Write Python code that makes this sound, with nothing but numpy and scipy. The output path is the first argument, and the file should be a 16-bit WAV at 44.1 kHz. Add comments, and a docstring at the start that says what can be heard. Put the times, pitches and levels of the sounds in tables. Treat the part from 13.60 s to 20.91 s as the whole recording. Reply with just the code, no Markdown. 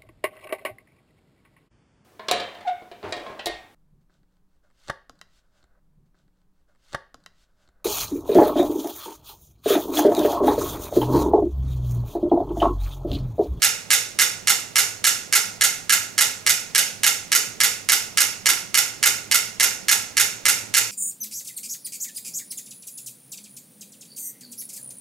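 """Three metronomes on a rolling board

Three wind-up plastic metronomes tick almost in step, about 210 times a minute; one leads and two
follow some 20-30 ms later. Each escapement blow is an impact that cracks and rings its own case.
Nearby surfaces reflect the ticks, which die away in a room with a low ventilation rumble."""
import sys
import numpy as np
from scipy import signal
from scipy.fft import rfft, irfft, next_fast_len
from scipy.io import wavfile
from scipy.ndimage import uniform_filter1d

SR = 44100
rng = np.random.default_rng(int(sys.argv[2]) if len(sys.argv) > 2 else 0)


def unload_wav(signal):
    """Save mono or channel-first audio to the path in sys.argv[1] as 16-bit WAV at rate SR, clipped to [-1, 1]."""
    wavfile.write(
        sys.argv[1],
        SR,
        np.round(np.clip(np.atleast_2d(signal).T, -1, 1) * 32767).astype(np.int16),
    )


N = 322371

# Spectrum of the ventilation rumble and hiss: frequency_hz, density_db_per_hz
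AIR_SPECTRUM = [(20, -80), (62, -82), (85, -75.5), (110, -66), (133, -75.5), (155, -69), (195, -67.5),
                (310, -74.5), (500, -74), (1000, -83), (4000, -86.5), (15000, -99)]
# Pendulums, one row a metronome: start_s, beat_s, lengthening_per_swing_s
PENDULUM_TIMING = [(.0202, .284205, .0000486), (.0381, .285779, -.0000378), (.0470, .284841, 0)]
# Normal modes of each case: pitch_hz, relative_peak_db, t60_s
CASE_MODES_1 = [(420, 4, 0.082), (856, 13, 0.041), (1255, 18.5, 0.022), (1661, 28.5, 0.037),
                (2075, 29, 0.033), (2893, 22.5, 0.023), (4338, 22.5, 0.037), (4856, 22.5, 0.04),
                (5000, 23, 0.044), (5300, 22, 0.053), (5544, 23.5, 0.035), (5645, 23.5, 0.054),
                (6050, 22, 0.047), (6670, 18.5, 0.046), (6770, 21.8, 0.076), (7120, 14.5, 0.056),
                (7900, 6, 0.077), (8100, 9, 0.045), (8780, 26.5, 0.038), (8949, 26, 0.034)]
CASE_MODES_2 = [(429, 3.8, 0.13), (803, 8.9, 0.041), (1350, 21.3, 0.019), (1387, 24.4, 0.066),
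                (1736, 16, 0.072), (1870, 17.3, 0.052), (2136, 24.4, 0.047), (2817, 25.4, 0.064),
                (4820, 16, 0.053), (5320, 23.6, 0.028), (5436, 26, 0.038), (6120, 19, 0.047),
                (6676, 28.3, 0.026), (7070, 22, 0.038), (7470, 20, 0.052), (7668, 25.6, 0.026),
                (8300, 17, 0.044), (9080, 20, 0.044), (10058, 12, 0.043), (12130, 30.7, 0.035),
                (13300, 20, 0.045)]
CASE_MODES_3 = [(469, 9.6, 0.1), (790, 10.4, 0.079), (1378, 26.23, 0.014), (1474, 29.5, 0.057),
                (1884, 13, 0.085), (2125, 22.6, 0.044), (2320, 20.2, 0.057), (2580, 15.4, 0.04),
                (2947, 23.7, 0.056), (3660, 22.5, 0.014), (3700, 20, 0.066), (4140, 10.5, 0.058),
                (4700, 19, 0.052), (5414, 25.8, 0.03), (5660, 14, 0.047), (6030, 17, 0.04),
                (6335, 22, 0.04), (6464, 23.7, 0.031), (8740, 13, 0.049), (9560, 17, 0.033),
                (11500, 15.1, 0.042), (11900, 11, 0.05)]
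# Spectrum of the crack, the dense short-lived modes of each case: frequency_hz, relative_level_db
CRACK_SPECTRUM_1 = [(250, -9), (420, 5.5), (650, 2), (850, 7), (1080, -4.5), (1270, 19), (1850, 15),
                    (2200, 21.5), (2600, 15), (6000, 20), (9500, 19), (12800, 14.5), (13900, 1),
                    (16000, -5)]
CRACK_SPECTRUM_2 = [(250, -9.5), (420, 6.5), (650, 1.5), (850, 11), (1080, -1.5), (1290, 19.5),
                    (2500, 17.5), (3300, 14.5), (6000, 18.5), (9500, 20.5), (12800, 21.5), (13900, 8),
                    (16000, -8)]
CRACK_SPECTRUM_3 = [(250, -11), (420, 8), (620, 3.5), (800, 8.5), (1100, 2.5), (1340, 21.5), (1600, 16.5),
                    (2500, 18), (3200, 14), (6300, 19), (12800, 19), (13900, 7), (16000, -7)]
# Early reflections from each metronome's place: delay_s, relative_level_db
REFLECTIONS_1 = [(.0077, 1), (.0121, -2), (.0152, -8.5), (.0245, -7.5), (.045, -11.5)]
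REFLECTIONS_2 = [(.0074, 2), (.0125, 0.5), (.0231, -10.5), (.0256, -7), (.0415, -14)]
REFLECTIONS_3 = [(.0073, -4), (.0118, -6), (.0158, -9.5), (.0255, -11), (.045, -9)]
# Colour and decay of the room's reflected sound: frequency_hz, gain_db, t60_s
ROOM_BANDS = [(300, 3, 0.73), (810, 2.5, 0.61), (1200, -4, 0.45), (1750, -1, 0.45), (2330, 1, 0.47),
              (3450, 0, 0.42), (6080, 1, .48), (8970, -2.5, 0.39), (14100, -3.5, .33)]
# Left microphone relative to the right: frequency_hz, gain_db, phase_lead_rad
LEFT_PORT = [(60, -3, 0.22), (110, -6.5, 0.45), (200, -15, 0.73), (380, -11, 1.26), (710, -6.5, 1.4),
             (1250, -5.5, 0.87), (2400, -3.5, 0.91), (3520, -4.5, 0.49), (6800, -6.5, 0.48),
             (10500, -1, 0.88), (12600, -8.5, 0.18)]


def undb(db):
    """Amplitude ratio of a level in decibels."""
    return 10 ** (np.asarray(db) / 20)


def along(table, hz, column=1):
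    """Interpolation of a table column on a log-frequency axis."""
    table = np.array(table)
    return np.interp(np.log(hz + 1), np.log(table[:, 0]), table[:, column])


def fade(t, t60):
    """Exponential damping: 60 dB are lost in t60 seconds."""
    return np.exp(-np.log(1000) * t / t60)


def unit(x):
    """Normalisation to unit energy."""
    return x / np.sqrt(np.sum(x ** 2, axis=-1, keepdims=True))


def colour(table, size=2048):
    """Minimum-phase impulse response of a spectrum, by folding its cepstrum."""
    cepstrum = irfft(np.log(undb(along(table, np.fft.rfftfreq(size, 1 / SR)))))
    cepstrum[1:size // 2] *= 2
    cepstrum[size // 2 + 1:] = 0
    return irfft(np.exp(rfft(cepstrum)))


def whiten(burst, bins=75):
    """Spectral whitening: dividing by the smoothed spectrum levels out its broad humps."""
    spectrum = rfft(burst)
    return irfft(spectrum / np.sqrt(uniform_filter1d(np.abs(spectrum) ** 2, bins)))


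def coherent_pair(noise, shared):
    """Partial coherence: two channels draw a share of their power from a third, common noise."""
    return np.sqrt(shared) * noise[2] + np.sqrt(1 - shared) * noise[:2]


def ventilation(bass_coherence=.75, hum_hz=109.3, hum_width_hz=5, hum_db=-55):
    """Broadband noise gives rumble and hiss; the fan hum wavers because it is narrowband noise."""
    hz = np.fft.rfftfreq(N, 1 / SR)
    noise = rfft(rng.standard_normal((4, N)))
    shared = bass_coherence / (1 + hz / 700)
    air = coherent_pair(noise, shared) * undb(along(AIR_SPECTRUM, hz)) * np.sqrt(SR / 2)
    hum = irfft(noise[3] / (1 + ((hz - hum_hz) / hum_width_hz) ** 2), N)
    return irfft(air, N) + undb(hum_db) * np.sqrt(N) * unit(hum)


def pendulum(start_s, beat_s, drift_s, count=26):
    """Tick times, one a swing. A set drift of the beat stands for entrainment by the shared board."""
    swing = np.arange(count)
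    return start_s + beat_s * swing + drift_s * swing * (swing - 1) / 2


def metronome(times, case, crack, ring_db, crack_db, crack_t60, slide_db, size=8192):
    """Impact excitation: each escapement blow rings the case's damped modes and adds a noisy crack."""
    fresh_grain, mode_spread_db, force_spread_db = 0.73, 1.5, 0.31  # variation from tick to tick
    t = np.arange(size) / SR
    hz, peak_db, t60 = np.transpose(case)[:, :, None]
    amplitude = undb(peak_db) * 2 * np.log(1000) / (t60 * SR)  # resonance peak times damping
    modes = amplitude * np.sin(2 * np.pi * hz * t) * fade(t, t60)
    modes[::2] *= -1  # neighbouring modes start in opposite phase
    shell = colour(crack)
    own_grain = rng.standard_normal(size)
    envelope = .7 * fade(t, .008) + fade(t, crack_t60)  # hard snap, then the shell's short rattle
    lead = int(.003 * SR)
    ticks = np.zeros(N + 2 * size)
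    for start_s in times:
        grain = own_grain + fresh_grain * rng.standard_normal(size)
        burst = whiten(envelope * grain)[:size // 2]
        rattle = undb(crack_db) * signal.fftconvolve(unit(burst), shell)
        tick = undb(ring_db + mode_spread_db * rng.standard_normal(len(hz))) @ modes
        tick[:len(rattle)] += rattle
        start = int(start_s * SR)
        ticks[start:start + size] += undb(force_spread_db * rng.standard_normal()) * tick
        # the tooth slides along the pallet just before it drops
        slide = undb(slide_db) * np.convolve(unit(rng.standard_normal(lead)), shell)
        ticks[start - lead:start - lead + len(slide)] += slide
    # so small a case radiates no deep bass
    high_pass = signal.butter(2, 170, "highpass", fs=SR, output="sos")
    return signal.sosfilt(high_pass, ticks[:N])


def room(source, reflections, tail_db, scatter_db=-6, scatter_t60=0.033, build_s=0.013, size=32768):
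    """Reverberation: direct sound, specular reflections with scatter behind them, and a diffuse tail."""
    t = np.arange(size) / SR
    early = np.zeros(size)
    for delay_s, level_db in reflections:
        bounce = undb(scatter_db) * unit(rng.standard_normal(size) * fade(t, scatter_t60))
        bounce[0] += 1  # specular part
        start = int(delay_s * SR)
        early[start:] += undb(level_db) * bounce[:size - start]
    noise = coherent_pair(rfft(rng.standard_normal((3, size))), shared=0.39)
    log_hz = np.log(np.fft.rfftfreq(size, 1 / SR) + 1)
    centres_hz, _, t60s = np.transpose(ROOM_BANDS)
    tail = np.zeros((2, size))
    for weights, t60 in zip(np.eye(len(t60s)), t60s):
        band = np.interp(log_hz, np.log(centres_hz), weights)
        tail += irfft(noise * band) * fade(t, t60)
    build_up = 1 - np.exp(-(t / build_s) ** 2)
    tail = undb(tail_db) * unit(tail * build_up)
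    # the surfaces absorb treble, so only the direct sound keeps its full edge
    response = signal.fftconvolve(early + tail, colour(ROOM_BANDS)[None], axes=1)
    response[:, 0] += 1  # direct sound
    return signal.fftconvolve(source[None], response, axes=1)[:, :N]


def scene():
    """Superposition of the ventilation and three metronomes, each from its own place in the room."""
    times_1, times_2, times_3 = (pendulum(*timing) for timing in PENDULUM_TIMING)
    first = metronome(times_1, CASE_MODES_1, CRACK_SPECTRUM_1,
                      ring_db=-6, crack_db=-6.5, crack_t60=0.026, slide_db=-30)
    second = metronome(times_2, CASE_MODES_2, CRACK_SPECTRUM_2,
                       ring_db=-8.5, crack_db=-8.5, crack_t60=0.026, slide_db=-39)
    third = metronome(times_3, CASE_MODES_3, CRACK_SPECTRUM_3,
                      ring_db=-5, crack_db=-6, crack_t60=0.035, slide_db=-37)
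    return (room(first, REFLECTIONS_1, tail_db=1)
            + room(second, REFLECTIONS_2, tail_db=3.5)
            + room(third, REFLECTIONS_3, tail_db=2)
            + ventilation())


def record(dry):
    """Two close microphone ports, the left quieter and leading in phase; saturation, then a low-pass."""
    ceiling, cutoff_hz = .95, 15700
    size = next_fast_len(N + SR)
    hz = np.fft.rfftfreq(size, 1 / SR)
    port = undb(along(LEFT_PORT, hz)) * np.exp(1j * along(LEFT_PORT, hz, column=2))
    left = irfft(rfft(dry[0], size) * port, size)[:N]
    pair = np.array([left, dry[1]])
    rounded = pair / (1 + (pair / ceiling) ** 10) ** (1 / 10)
    low_pass = signal.ellip(8, .2, 70, cutoff_hz, fs=SR, output="sos")
    return signal.sosfilt(low_pass, rounded)


dry = scene()
out = record(dry)
unload_wav(out)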